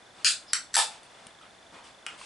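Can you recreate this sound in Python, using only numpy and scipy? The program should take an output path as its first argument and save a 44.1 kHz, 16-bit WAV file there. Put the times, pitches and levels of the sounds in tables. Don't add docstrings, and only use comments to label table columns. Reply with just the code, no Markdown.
import sys
import numpy as np
from scipy import signal
from scipy.fft import rfft, irfft, next_fast_len
from scipy.io import wavfile
from scipy.ndimage import uniform_filter1d, minimum_filter1d

SR = 44100
rng = np.random.default_rng(int(sys.argv[2]) if len(sys.argv) > 2 else 0)


def generate_wav(sig):
    pcm = np.round(np.clip(np.atleast_2d(sig).T, -1, 1) * 32767).astype(np.int16)
    wavfile.write(sys.argv[1], SR, pcm)


N = 99225

# (frequency [Hz], level [dB])
HISS_COLOUR = [(15, -25), (25, -10), (141, -3.5), (362, -3.5), (422, -4), (685, 0.5), (1200, -5),
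               (1590, -3), (2710, -11), (3500, -8.5), (4070, -11), (4510, -12), (11000, -20.5),
               (14300, -29), (22000, -120)]
# (start [s], hold [s], level [dB], tilt [dB/octave])
RUSTLES = [(0.147, 0.075, -54, 0), (0.887, 0.04, -50.5, 2.5), (1.083, 0.18, -57.5, 0),
           (1.716, 0.046, -50, -2), (1.831, 0.012, -49.5, 2), (2.101, 0.045, -52, -1), (2.173, .09, -51, 4)]
# (frequency [Hz], level [dB])
RUSTLE_COLOUR = [(50, -38), (150, -4.5), (400, -3), (800, 0), (1500, -5.5), (3000, -8), (5000, -11),
                 (6500, -16), (8500, -12.5), (11000, -27)]
# (frequency [Hz], level [dB], t60 [s])
ROOM_TAIL = [(195, -33, 0.9), (740, 2.5, 0.28), (1610, 4, 0.24), (3970, 4, 0.24), (6940, 1, 0.24),
             (11200, -2, 0.23)]
# (start [s], hold [s], level [dB])
GAS_SPITS = [(0.2436, 0.052, -26.5), (.768, 0.042, -28)]
# (frequency [Hz], level [dB])
GAS_COLOUR = [(300, -19.5), (1000, -25), (1500, -2.5), (2000, -14), (2700, -2.5), (3300, -2.5), (4000, 3.5),
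              (4900, -2), (5400, -7), (6100, -5), (8000, 5.5), (9200, 1), (11000, -6)]
# (time [s], level [dB])
SEAL_CRACKS = [(.2467, 11), (.2477, -1.5)]
# (frequency [Hz], level [dB])
CRACK_COLOUR = [(300, -33), (950, -28), (1500, 5), (1950, -1), (2600, 5.5), (3400, -2.5), (4400, 7.5),
                (6300, 5), (7300, 2), (8800, -1), (10300, -3.5)]
# (frequency [Hz], level [dB])
SEEP_COLOUR = [(3000, -20.5), (4500, -10), (4950, -2), (5100, -3), (5300, -4), (5700, -20), (8000, -32)]
# (time [s], level [dB], low cut [Hz])
TAB_CLICKS = [(.5331, 0, 1490), (.5338, -9.5, 1400), (.7335, -35.5, 1500), (.7408, -20.5, 1560),
              (.7425, -10, 1630), (.7470, -14.5, 1360), (.7505, -16, 1380), (.7523, -6.5, 1450),
              (.7562, -5.5, 1700), (.7571, -9.5, 1620)]
# (frequency [Hz], level [dB], t60 [s])
LID_MODES = [(1460, -26, 0.029), (1603, -22.5, 0.021), (1835, -15, 0.012), (3760, -27.5, 0.046),
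             (4410, -13, 0.0088), (4700, -29, 0.011), (5320, -29, .01), (5906, -16.5, .018),
             (6254, -19.5, 0.023), (7690, -12, 0.006), (8400, -26, 0.0075), (9570, -24.5, 0.037)]
# (frequency [Hz], level [dB])
TAB_EDGE = [(500, -8), (1600, 2.5), (2400, -6), (3200, -6), (4400, 4.5), (6100, 1.5), (6900, -9.5),
            (7800, 14.5), (8500, -4.5), (11000, -7)]
# (time [s], level [dB], low cut [Hz])
FLAP_SNAPS = [(.7665, 0.5, 810), (.7678, -8.5, 800), (.7705, -10.5, 610), (.7790, -10, 386),
              (.7890, -7, 405), (.7950, -9.5, 390)]
# (frequency [Hz], level [dB], t60 [s])
CAN_MODES = [(644, -43, 0.033), (820, -27.5, 0.035), (892, -20, 0.029), (1034, -33.5, 0.014),
             (1257, -28, 0.035), (1760, -25.5, 0.036), (2370, -35, 0.033), (2890, -44, .02),
             (3585, -20, 0.036), (5080, -31, .015), (4860, -22, .015), (8300, -33, .015),
             (8330, -21, 0.016), (10450, -23, 0.023)]
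# (frequency [Hz], level [dB])
SNAP_EDGE = [(300, -9), (600, -12), (900, 7.5), (1400, 4.5), (3500, 8), (5000, 8), (6700, 2.5), (8500, 11),
             (11000, 6)]
# (time [s], level [dB], tilt [dB/octave], room send [dB])
TAPS = [(1.032, -25.5, 6, 0), (1.2685, -19, 7, -15), (1.414, -28, -3, 1.5), (1.433, -30, -8, 4),
        (2.0649, -4, -1.5, -7), (2.0706, -16, -7, -3), (2.215, -20, -4.5, -3.5)]
# (frequency [Hz], level [dB])
TAP_COLOUR = [(300, -31.5), (800, -12), (1400, -1), (2000, -5), (2700, 4.5), (3800, -4.5), (4800, -5),
              (6500, -10.5), (9200, -3), (11000, -24)]
# (time [s], pitch [Hz], level [dB], t60 [s])
KNOCKS = [(1.266, 221, -48, 0.048), (1.412, 1340, -46, .04), (1.435, 1270, -45.5, .04),
          (2.213, 1043, -37, 0.036)]

TOP_HZ = 11050
TIME = np.arange(N) / SR


def undb(db):
    return 10 ** (np.asarray(db) / 20)


def on_log(hz, points, column=1):
    table = np.array(points, float)
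    return np.interp(np.log(hz + 1), np.log(table[:, 0]), table[:, column])


def colour(x, points, tilt_db=0):
    size = next_fast_len(2 * N) // 2 * 2
    hz = np.arange(size // 2 + 1) * SR / size
    gain = undb(on_log(hz, points) + tilt_db * np.log2(np.clip(hz, 500, TOP_HZ)))
    gain /= np.sqrt(np.mean(gain[hz < TOP_HZ] ** 2))
    cepstrum = irfft(np.log(gain))
    cepstrum[1:size // 2] *= 2
    cepstrum[size // 2 + 1:] = 0
    return irfft(rfft(x, size) * np.exp(rfft(cepstrum)))[..., :N]


def fade(t, t60):
    return np.exp(-np.log(1000) * np.clip(t / t60, 0, 10))


def swell(start, hold, rise, t60):
    t = TIME - start
    return np.clip(t / rise, 0, 1) * fade(t - hold, t60)


def strike(rows, response):
    out = np.zeros(N)
    for start, db in rows:
        i = int(start * SR)
        out[i:] += undb(db) * response[:N - i]
    return out


def crackle(t60):
    burst = rng.standard_normal(N) * fade(TIME, t60)
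    return burst / np.sqrt(np.sum(burst ** 2))


def ring(modes):
    t = TIME[:SR // 2]
    ringing = sum(undb(db) * np.sin(2 * np.pi * hz * t) * fade(t, t60) for hz, db, t60 in modes)
    return np.pad(ringing, (0, N - len(t)))


def stereo_noise(side_db, alike_below_hz=223):
    mid, side = rng.standard_normal((2, N))
    side = signal.sosfilt(signal.butter(1, alike_below_hz, "high", fs=SR, output="sos"), side)
    return mid + undb(side_db) * side * np.array([[1], [-1]])


def room_hiss():
    return undb(-52.5) * colour(stereo_noise(side_db=-6), HISS_COLOUR)


def whine(hz=3500, period_s=0.04, first_s=0.029, half_width_s=0.0035):
    from_pulse = (TIME - first_s + period_s / 2) % period_s - period_s / 2
    pulses = np.exp(-(from_pulse / half_width_s) ** 2)
    phase_wander = np.cumsum(rng.standard_normal(N)) * 0.033
    return undb(-52.5) * pulses * np.sin(2 * np.pi * hz * TIME + phase_wander)


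def rustles():
    out = np.zeros(N)
    for start, hold, db, tilt in RUSTLES:
        friction = swell(start, hold, rise=0.011, t60=0.22) * rng.standard_normal(N)
        out += undb(db) * colour(friction, RUSTLE_COLOUR, tilt)
    return out


def room_reflections(x, level_db=1.5, gap_s=0.0017, build_s=0.02):
    hz, when, cells = signal.stft(stereo_noise(side_db=-7.5), SR, nperseg=256)
    gain = undb(on_log(hz, ROOM_TAIL))[:, None]
    t60 = on_log(hz, ROOM_TAIL, column=2)[:, None]
    tail = signal.istft(cells * gain * fade(when, t60), SR)[1][:, :N]
    tail *= np.clip((TIME - gap_s) / build_s, 0, 1) ** 0.43
    tail *= undb(level_db) / np.sqrt(np.sum(tail ** 2) / 2)
    return signal.fftconvolve(x[None], tail[:, :SR], axes=1)[:, :N]


def gas_spits():
    flow = sum(undb(db) * swell(start, hold, rise=0.0075, t60=0.065) for start, hold, db in GAS_SPITS)
    return colour(flow * rng.standard_normal(N), GAS_COLOUR)


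def seal_crack():
    return colour(strike(SEAL_CRACKS, crackle(t60=0.0073)), CRACK_COLOUR)


def gas_seep():
    flow = undb(-50.5) * swell(start=0.465, hold=0.043, rise=0.021, t60=0.08)
    return colour(flow * rng.standard_normal(N), SEEP_COLOUR)


def metal_clicks(rows, modes, edge_colour, edge_db, edge_t60):
    body, out = ring(modes), np.zeros(N)
    for start, db, low_hz in rows:
        edge = undb(edge_db) * colour(crackle(edge_t60), edge_colour)
        low_cut = signal.butter(6, low_hz, "high", fs=SR, output="sos")
        out += signal.sosfilt(low_cut, strike([(start, db)], body + edge) + 1e-12)
    return out


def tab_clicks():
    return metal_clicks(TAB_CLICKS, LID_MODES, TAB_EDGE, edge_db=9, edge_t60=0.011)


def flap_snaps():
    return metal_clicks(FLAP_SNAPS, CAN_MODES, SNAP_EDGE, edge_db=6.5, edge_t60=0.0047)


def taps():
    direct, to_walls = np.zeros((2, N))
    for start, db, tilt, send_db in TAPS:
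        tap = colour(strike([(start, db)], crackle(t60=0.017)), TAP_COLOUR, tilt)
        direct += tap
        to_walls += undb(send_db) * tap
    return direct, to_walls


def knocks():
    return sum(strike([(start, db)], ring([(hz, 0, t60)])) for start, hz, db, t60 in KNOCKS)


def scene(left_louder_db=1.66, tab_send_db=-7):
    tab, flap = tab_clicks(), flap_snaps()
    full_send = flap + seal_crack() + gas_spits() + gas_seep() + rustles()
    tap_direct, tap_to_walls = taps()
    pan = undb(np.array([[left_louder_db], [-left_louder_db]]) / 2)
    direct = (full_send + tab + tap_direct + knocks()) * pan
    to_walls = full_send + undb(tab_send_db) * tab + tap_to_walls
    return direct + room_hiss() + room_reflections(to_walls) + whine()


def record(dry, ceiling=0.68, hold_s=0.0019):
    window = int(hold_s * SR)
    gain = ceiling / np.maximum(np.abs(dry).max(axis=0), ceiling)
    smooth_gain = uniform_filter1d(minimum_filter1d(gain, window), window)
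    high_cut = signal.ellip(10, 0.1, 50, TOP_HZ, fs=SR, output="sos")
    return signal.sosfiltfilt(high_cut, dry * smooth_gain)


dry = scene()
out = record(dry)
generate_wav(out)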